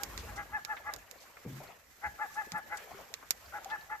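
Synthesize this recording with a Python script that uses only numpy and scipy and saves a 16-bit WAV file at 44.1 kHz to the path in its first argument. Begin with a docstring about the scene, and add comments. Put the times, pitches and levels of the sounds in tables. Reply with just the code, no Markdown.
"""A sharp click close on the right, like pebbles knocking, and wind brushing the microphone.
An animal barks in quick bouts across a quiet bay: each bark is an arched tone plus a rasp of pulses
and puffs through throat resonances, and the rocky shore throws it back. More clicks follow.
Small waves lap, splash and hiss at the water's edge; ringing air pockets gulp and gurgle."""
import sys
import numpy as np
from scipy import signal
from scipy.fft import rfft, irfft
from scipy.io import wavfile
from scipy.ndimage import uniform_filter1d

SR = 44100
rng = np.random.default_rng(int(sys.argv[2]) if len(sys.argv) > 2 else 0)


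def wav_record(signal):
    """Record a signal, one row per channel, as 16-bit PCM in the file named by sys.argv[1]."""
    frames = np.transpose(np.atleast_2d(signal))
    bounded = np.clip(frames, -1, 1)
    # unit amplitude maps onto the largest positive 16-bit level
    quanta = np.round(bounded * 32767).astype(np.int16)
    wavfile.write(sys.argv[1], SR, quanta)


N = 176400
TIME_S = np.arange(N) / SR

# barks: (middle [s], pitch [Hz], tone [dB], octave [dB], rasp [dB], throat resonance [Hz],
# upper resonance [dB], length [ratio], lock [0-1]); lock trades mid-bark rasp for clear tone
BARKS = [(.018, 818.5, -49.5, -49.5, -55.5, 1370, -66, 0.97, 0),
         (.295, 837, -54.5, -54, -55.5, 1450, -68, 0.75, 0),
         (0.396, 829, -45, -40.5, -44, 1275, -45, 0.96, 0),
         (.555, 872.3, -39.5, -34, -42, 1290, -49.5, 0.89, 0.8),
         (.713, 874.6, -39.5, -35.5, -41.5, 1335, -52, .88, 0.57),
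         (.884, 859, -43, -40.5, -42, 1235, -46, 0.89, 0.2),
         (2.055, 857, -39, -37.5, -41, 1500, -42.5, 0.82, 0.16),
         (2.225, 870, -36, -36.5, -40, 1300, -48.5, 0.92, 0.56),
         (2.391, 869.5, -36.5, -35, -45, 1270, -48.5, 0.96, 0.2),
         (2.563, 868, -38, -37, -43, 1345, -50, 0.945, 0.25),
         (2.735, 851.3, -41, -41, -44, 1480, -44, 0.87, 0.03),
         (3.561, 843.6, -42, -47, -41, 1466, -50, 0.87, 0.33),
         (3.73, 876.7, -40, -35, -44, 1320, -52.5, 0.97, 0.22),
         (3.929, 871, -39.5, -40, -44.5, 1320, -47.5, .97, 0.15)]
# bearing of the animal: (time [s], left minus right [dB])
BARK_PAN = [(.5, 2.5), (2.3, 4), (4, 2.5)]
# phase between microphone ports: (frequency [Hz], left lead [rad])
PORT_PHASE = [(860, 0.34), (1300, 0.82), (1750, 2.1), (2400, 1)]
# rock echoes: (delay [s], level [dB])
ECHOES = [(.012, -17), (.045, -19), (.098, -20)]
# shore reflection filter: (frequency [Hz], gain [dB])
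SHORE_EQ = [(300, -13), (850, -5), (1300, -10), (1750, -0.5), (2300, -19), (5000, -15)]
# hard contacts: (time [s], level [dB], left minus right [dB], treble tilt [dB/octave])
CLICKS = [(0.034, -14.5, -24, -1.5), (0.1769, -22.5, -16, -7), (0.6492, -21.5, -23, -6.5),
          (0.9373, -21, -42, -1), (0.9623, -31.5, -21, 0), (1.112, -28.5, -20, -1),
          (2.5195, -22.5, -3, -6.5), (3.1396, -19, -14, -6), (3.307, -7, -9.5, 0.5),
          (3.6456, -29, -7, -2.5)]
# contact spectrum: (frequency [Hz], relative level [dB])
CLICK_SPECTRUM = [(200, -20), (1000, -16.5), (1700, -10), (3300, -8.5), (4600, -2.5), (6000, -2),
                  (7300, 0.5), (8300, -12), (10000, -15.5), (13000, -1.5), (15000, -7)]
# air pockets: (time [s], level [dB], start pitch [Hz], T60 [s])
BUBBLES = [(1.459, -37, 177, .052), (1.468, -41, 129.8, 0.46), (1.525, -38, 129.5, 0.24),
           (1.605, -43.5, 582, 0.12), (2.302, -49.5, 1156, .06), (2.521, -43.5, 175, 0.16),
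           (2.913, -37, 760, 0.012), (2.945, -46, 386, 0.1), (3.656, -36, 772, 0.073)]
# sloshes, splashes, gritty scuffs: (time [s], level [dB], centre [Hz], length [s])
SPLASHES = [(0.187, -48.5, 4430, 0.031), (0.359, -50, 5930, .022), (0.766, -44.5, 2070, 0.02),
            (0.929, -51, 1200, 0.032), (1.15, -56.5, 484, .022), (1.202, -57.5, 5050, 0.048),
            (1.368, -47.5, 1530, .013), (1.448, -46, 416, 0.039), (1.453, -49, 220, 0.13),
            (1.601, -51, 700, 0.062), (2.342, -54, 6500, .024), (2.467, -46.5, 347, 0.011),
            (2.519, -51.5, 167, 0.056), (2.577, -53.5, 11000, 0.014), (2.771, -43.5, 6700, 0.011),
            (2.772, -52.5, 1920, 0.063), (2.906, -53.5, 880, 0.031), (2.988, -49.5, 660, 0.039),
            (3.225, -50, 1110, 0.018), (3.699, -50, 3570, 0.022)]
# droplets falling back from the waves: (time [s], level [dB], centre [Hz])
DROPS = [(.986, -56, 6900), (1.186, -56, 4240), (1.674, -54, 4340), (2.982, -56, 5560), (3.46, -54, 4700),
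         (3.81, -54, 4300)]
# lapping spectrum: (frequency [Hz], relative level [dB])
LAP_SPECTRUM = [(25, -35), (55, 6.5), (300, 1.5), (600, 10.5), (1700, 3.5), (3000, -1), (8000, -28)]
# lapping envelope: (time [s], relative level [dB])
LAP_ENVELOPE = [(0, -53), (.3, -52), (.6, -64), (.95, -57.5), (1.1, -63.5), (1.4, -61.5), (1.7, -57),
                (1.9, -73), (2.3, -62.5), (2.65, -60), (2.95, -54), (3.12, -60.5), (3.4, -63.5),
                (3.65, -54), (4, -66)]
# water hiss spectrum: (frequency [Hz], relative level [dB])
HISS_SPECTRUM = [(900, 2.5), (2000, 8.5), (3200, 0), (7300, 2.5), (9000, -7), (10500, -5), (13000, 4),
                 (15000, -7)]
# water hiss envelope: (time [s], relative level [dB])
HISS_ENVELOPE = [(0, -60.5), (.22, -60), (.45, -65.5), (1.05, -68), (1.2, -67), (1.46, -67), (1.56, -60),
                 (1.82, -71), (2.05, -65.5), (2.35, -62), (2.65, -67), (2.8, -61), (3.2, -67.5),
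                 (3.36, -62.5), (4, -67)]
# wind rumble spectrum: (frequency [Hz], relative level [dB])
WIND_SPECTRUM = [(25, -46), (48, 3), (75, 2), (130, -10.5), (250, -14), (2000, -40)]
# wind puffs: (time [s], level [dB])
WIND_ENVELOPE = [(0, -62), (.12, -49.5), (.33, -49.5), (.5, -56.5), (.76, -69.5), (.98, -60), (1.12, -74.5),
                 (2.03, -73.5), (2.065, -51), (2.18, -73.5), (3.25, -73), (3.47, -62), (3.62, -71)]

TONE_RISE_S, TONE_FALL_S, RASP_RISE_S, RASP_FALL_S = .025, .03, .034, .035  # half-widths at length 1
ARCH_S, ROUGH_S = .03437, .028  # likewise
ARCH, DROOP, LOCK_DROOP, JITTER = .11, .07, .203, .008  # shares of pitch
LOCK_STRETCH, THROAT_SAG_RATIO, SUBDIVISION = .22, .25, 5
ROUGH_MIDDLE, ROUGH_ENDS, RIPPLE_SCATTER = .18, .85, .12  # noise shares of power
THROAT_WIDTH_HZ, UPPER_HZ, UPPER_WIDTH_HZ = 260, 2016, 165
CHEST_HZ, CHEST_WIDTH_HZ, CHEST_DB = 840, 434, -8.5
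OCTAVE_LAG_S, OCTAVE_POWER, THIRD_DB = .00067, 1.8, -22
SHIMMER_DB, FRAY_RAD, RASP_FLUTTER_DB = 1, .3, 2.5
SHORE_T60_S, SHORE_DB = .34, -7.5
FIRST_TOUCH_GAIN, REBOUND_S, CLICK_TAIL_DB, CLICK_T60_S = .75, .0007, -16, .04
BUBBLE_RISE_PER_S, BUBBLE_ATTACK_S, DROP_DECAY_S, DROP_WIDTH_RATIO = .75, .0052, .0053, .13
LAP_DB, WATER_PAN_DB, GURGLES_PER_S, GURGLE_DB = 1, 3.5, 100, .5
HISS_DB, HISS_PAN_DB, HISS_SWELL_DB, SPRAY_PER_S, SPRAY_DB = 6.5, -3, 1.3, 110, 13
CUTOFF_HZ = 14750


def bark(middle_s, pitch_hz, tone_db, octave_db, rasp_db, throat_hz, upper_db, length, lock):
    """A hoarse onset clears into an arched tone, then frays; a five-cycle pulse pattern adds rasp."""
    t = np.arange(-4096, 4096) / SR
    before = t < 0
    tone_t = t / length
    rasp_t = tone_t / (1 + LOCK_STRETCH * lock)
    rough = ROUGH_ENDS + (ROUGH_MIDDLE - ROUGH_ENDS) * np.exp(-(rasp_t / ROUGH_S) ** 2)
    off_middle = (tone_t / ARCH_S) ** 2
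    sag = np.where(before, ARCH, DROOP + LOCK_DROOP * lock) * (1 - np.exp(-off_middle))
    jitter = JITTER * wander(len(t), rate_hz=136) * (1 + np.minimum(off_middle, 2))
    cycles = np.cumsum(pitch_hz * (1 - sag + jitter)) / SR

    tone_env = np.exp(-abs(tone_t / np.where(before, TONE_RISE_S, TONE_FALL_S)) ** 2.2)
    octave_env = np.interp(t - OCTAVE_LAG_S, t, tone_env) ** OCTAVE_POWER
    rasp_env = np.exp(-abs(rasp_t / np.where(before, RASP_RISE_S, RASP_FALL_S)) ** np.where(before, 3, 4))
    rasp_env *= amp(RASP_FLUTTER_DB * wander(len(t), rate_hz=50))

    sub_rad = 2 * np.pi * cycles / SUBDIVISION
    orders = [k for k in range(2, 18) if k % SUBDIVISION]
    pulses = unit(sum(np.cos(k * sub_rad + rng.standard_normal()) for k in orders))
    puffs = unit((2 + np.cos(sub_rad)) * rng.standard_normal(len(t)))

    def throat(hz, width_hz):
        """Pulses and puffs in a resonance that sags with pitch; ripples scatter some to each ear."""
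        hz = hz * (1 - THROAT_SAG_RATIO * sag)
        voice = np.sqrt(1 - rough) * resonate(pulses, hz, width_hz)
        voice += np.sqrt(rough) * resonate(puffs, hz, width_hz)
        scatter = resonate(rng.standard_normal((2, len(t))), hz, width_hz)
        return np.sqrt(1 - RIPPLE_SCATTER) * voice + np.sqrt(RIPPLE_SCATTER) * scatter

    rasp = throat(throat_hz, THROAT_WIDTH_HZ) + amp(CHEST_DB) * throat(CHEST_HZ, CHEST_WIDTH_HZ)
    rasp *= amp(rasp_db) * rasp_env * (1 - lock * tone_env)
    rasp += amp(upper_db) * np.sqrt(tone_env * rasp_env) * throat(UPPER_HZ, UPPER_WIDTH_HZ)
    octave = amp(octave_db) * octave_env
    tone = np.zeros(len(t))
    for k, level in enumerate([amp(tone_db) * tone_env, octave, amp(THIRD_DB) * octave], 1):
        shimmer = amp(SHIMMER_DB * wander(len(t), rate_hz=68))
        fray_rad = FRAY_RAD * rough * wander(len(t), rate_hz=102)
        tone += np.sqrt(2) * level * shimmer * np.sin(2 * np.pi * k * cycles + fray_rad)
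    return middle_s + t[0], (tone + rasp) * pan(at_time(BARK_PAN, middle_s))


def mic_ports(x):
    """Two ports hear the barks nearly in step low down, out of step higher up."""
    lead_rad = at_hz(PORT_PHASE, bins_hz(N))
    return irfft(rfft(x) * np.exp(.5j * lead_rad * np.array([[1], [-1]])), N)


def shore(x):
    """Smeared rock echoes and a thin diffuse tail."""
    t = np.arange(SR) / SR
    response = rng.standard_normal((2, SR)) * amp(-60 * t / SHORE_T60_S) * (t > .004)
    response *= amp(SHORE_DB) / np.linalg.norm(response[0])
    for delay_s, db in ECHOES:
        smear = rng.standard_normal((2, SR)) * np.exp(-t / .025)
        add(response, delay_s, smear * amp(db) / np.linalg.norm(smear[0]))
    return signal.fftconvolve(x, colour(response, SHORE_EQ), axes=1)[:, :N]


def click(time_s, db, pan_db, tilt_db_per_octave):
    """A hard contact, its rebound and a brief scatter of reflections."""
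    n = 4096
    t, hz = np.arange(n) / SR, bins_hz(n)
    tilt_db = tilt_db_per_octave * np.log2(np.maximum(hz, 3800) / 5500)
    log_gain = np.log(amp(at_hz(CLICK_SPECTRUM, hz) + tilt_db))
    min_phase = np.exp(np.conj(signal.hilbert(np.r_[log_gain, log_gain[-2:0:-1]])))[:len(hz)]
    touch = FIRST_TOUCH_GAIN * np.exp(-2j * np.pi * hz * .000439)
    rebound = np.exp(-2j * np.pi * hz * (.0004 + REBOUND_S))
    strike = irfft(min_phase * (touch - rebound))
    direct = np.array([np.roll(strike, -5), strike]) / abs(strike).max()  # left leads by 5 samples
    dulling = amp(-2.5 * np.log2(np.maximum(hz, 1000) / 5500))
    scatter = unit(irfft(min_phase * dulling * rfft(rng.standard_normal((2, n)))))
    tail = amp(CLICK_TAIL_DB - 60 * t / CLICK_T60_S) * np.minimum(t / .000057, 1) * scatter
    return time_s, amp(db) * (1.15 * direct * pan(pan_db) + .8 * tail * pan(.22 * pan_db))


def bubble(time_s, db, hz, t60_s):
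    """An air pocket rings, rising in pitch as it nears the surface."""
    t = np.arange(SR // 4) / SR
    ring = np.sin(2 * np.pi * hz * (t + BUBBLE_RISE_PER_S * t ** 2 / 2))
    attack = np.minimum(t / BUBBLE_ATTACK_S, 1)
    decay = amp(-60 * np.maximum(t - BUBBLE_ATTACK_S, 0) / t60_s)
    return time_s, amp(db) * attack * decay * ring * pan(WATER_PAN_DB * min(hz / 600, 1))


def splash(time_s, db, hz, length_s):
    """A grainy noise burst; mid-pitched ones come from the water on the left."""
    t = np.arange(SR // 4) / SR
    grains = unit(rng.standard_normal((3, len(t))) * amp(3 * rng.standard_normal(len(t))))
    grit = grains[2] + grains[:2] * hz / 1500  # wider stereo when higher
    envelope = amp(db) * np.minimum(t * hz / 2, 1) * np.exp(-(t / length_s) ** 2)
    return time_s, envelope * band(grit, hz, .72 * hz) * pan(WATER_PAN_DB * (200 < hz < 1200))


def drop(time_s, db, hz):
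    """A droplet lands with a tiny pitched tick."""
    t = np.arange(SR // 16) / SR
    tick = band(rng.standard_normal(len(t)), hz, DROP_WIDTH_RATIO * hz)
    return time_s, amp(db) * np.exp(-t / DROP_DECAY_S) * tick * pan(HISS_PAN_DB)


def lapping():
    """Wash of small waves; random gurgles follow its level."""
    lap_db = at_time(LAP_ENVELOPE, TIME_S)
    wash = noise(LAP_SPECTRUM, coherence=.49, patchy_db=4.5) * amp(LAP_DB + lap_db) * pan(WATER_PAN_DB)
    for when, pitch, strength, ring in rng.random((round(GURGLES_PER_S * N / SR), 4)):
        start = int(when * N)
        db = lap_db[start] + GURGLE_DB + 16 * (strength ** 2 - .5) - 4 * pitch
        add(wash, *bubble(start / SR, db, hz=350 * 7 ** pitch, t60_s=.0074 + .061 * ring))
    return wash


def spray():
    """Fine water hiss with random ticks of spray."""
    hits = rng.random((2, N)) < SPRAY_PER_S / SR
    ticks = hits * amp(SPRAY_DB + 1.44 * np.minimum(rng.exponential(1, (2, N)), 4))
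    hiss = noise(HISS_SPECTRUM, coherence=.05, patchy_db=1.1) + colour(ticks, HISS_SPECTRUM)
    level_db = HISS_DB + at_time(HISS_ENVELOPE, TIME_S) + HISS_SWELL_DB * wander(N, rate_hz=30)
    return hiss * amp(level_db) * pan(HISS_PAN_DB)


def wind():
    """Low puffs on the microphone."""
    return noise(WIND_SPECTRUM, coherence=.94, patchy_db=1.5) * amp(at_time(WIND_ENVELOPE, TIME_S))


def noise(spectrum, coherence, patchy_db):
    """Shaped stereo noise with patches that come and go, rms 1."""
    white = rng.standard_normal((3, N))
    stereo = np.sqrt(coherence) * white[2] + np.sqrt(1 - coherence) * white[:2]
    frames = signal.stft(stereo, nperseg=512)[2]
    patches = uniform_filter1d(rng.standard_normal(frames.shape[1:]), size=5, axis=0)
    patches = unit(uniform_filter1d(patches, size=6, axis=1))
    patchy = signal.istft(frames * amp(patchy_db * np.minimum(patches, 2)), nperseg=512)[1]
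    return unit(colour(patchy[:, :N], spectrum))


def resonate(x, hz, width_hz):
    """Resonance tracking the curve hz, rms 1."""
    carrier = np.exp(2j * np.pi * np.cumsum(hz) / SR)
    lowpass = signal.butter(2, width_hz / 2, fs=SR, output="sos")
    return unit((carrier * signal.sosfilt(lowpass, x / carrier)).real)


def band(x, hz, width_hz):
    """Steep-sided resonance, rms 1."""
    n = x.shape[-1]
    return unit(irfft(rfft(x) / (1 + 2j * (bins_hz(n) - hz) / (1.26 * width_hz)) ** 2, n))


def colour(x, spectrum):
    """Filter by (frequency [Hz], gain [dB])."""
    n = x.shape[-1]
    return irfft(rfft(x) * amp(at_hz(spectrum, bins_hz(n))), n)


def wander(n, rate_hz):
    """Smooth random drift, rms 1."""
    return unit(irfft(rfft(rng.standard_normal(n)) / (1 + (bins_hz(n) / rate_hz) ** 4), n))


def bins_hz(n):
    return np.fft.rfftfreq(n, 1 / SR)


def at_hz(table, hz):
    knots_hz, values = np.transpose(table)
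    return np.interp(np.log(hz + 1), np.log(knots_hz), values)


def at_time(table, time_s):
    return np.interp(time_s, *np.transpose(table))


def amp(db):
    return 10 ** (np.asarray(db) / 20)


def unit(x):
    return x / np.sqrt(np.mean(x ** 2) + 1e-20)


def pan(db):
    """Constant-power gains; positive is left."""
    return unit(amp([[db / 2], [-db / 2]]))


def add(mix, time_s, sound):
    start = round(time_s * SR)
    sound = sound[:, max(-start, 0):]
    part = mix[:, max(start, 0):][:, :sound.shape[1]]
    part += sound[:, :part.shape[1]]


def play(source, table):
    """Mix one sound per row."""
    mix = np.zeros((2, N))
    for row in table:
        add(mix, *source(*row))
    return mix


def scene():
    """Barks and echoes across the bay; clicks, water and wind close by."""
    barks = play(bark, BARKS)
    far = mic_ports(barks) + shore(barks)
    clicks = play(click, CLICKS)
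    water = play(splash, SPLASHES) + play(drop, DROPS) + play(bubble, BUBBLES) + lapping() + spray()
    return far + clicks + water + wind()


def record(dry):
    """Steep low-pass at CUTOFF_HZ."""
    lowpass = signal.firwin(255, CUTOFF_HZ, window=("kaiser", 8), fs=SR)
    return signal.oaconvolve(dry, lowpass[None], "same")


dry = scene()
out = record(dry)
wav_record(out)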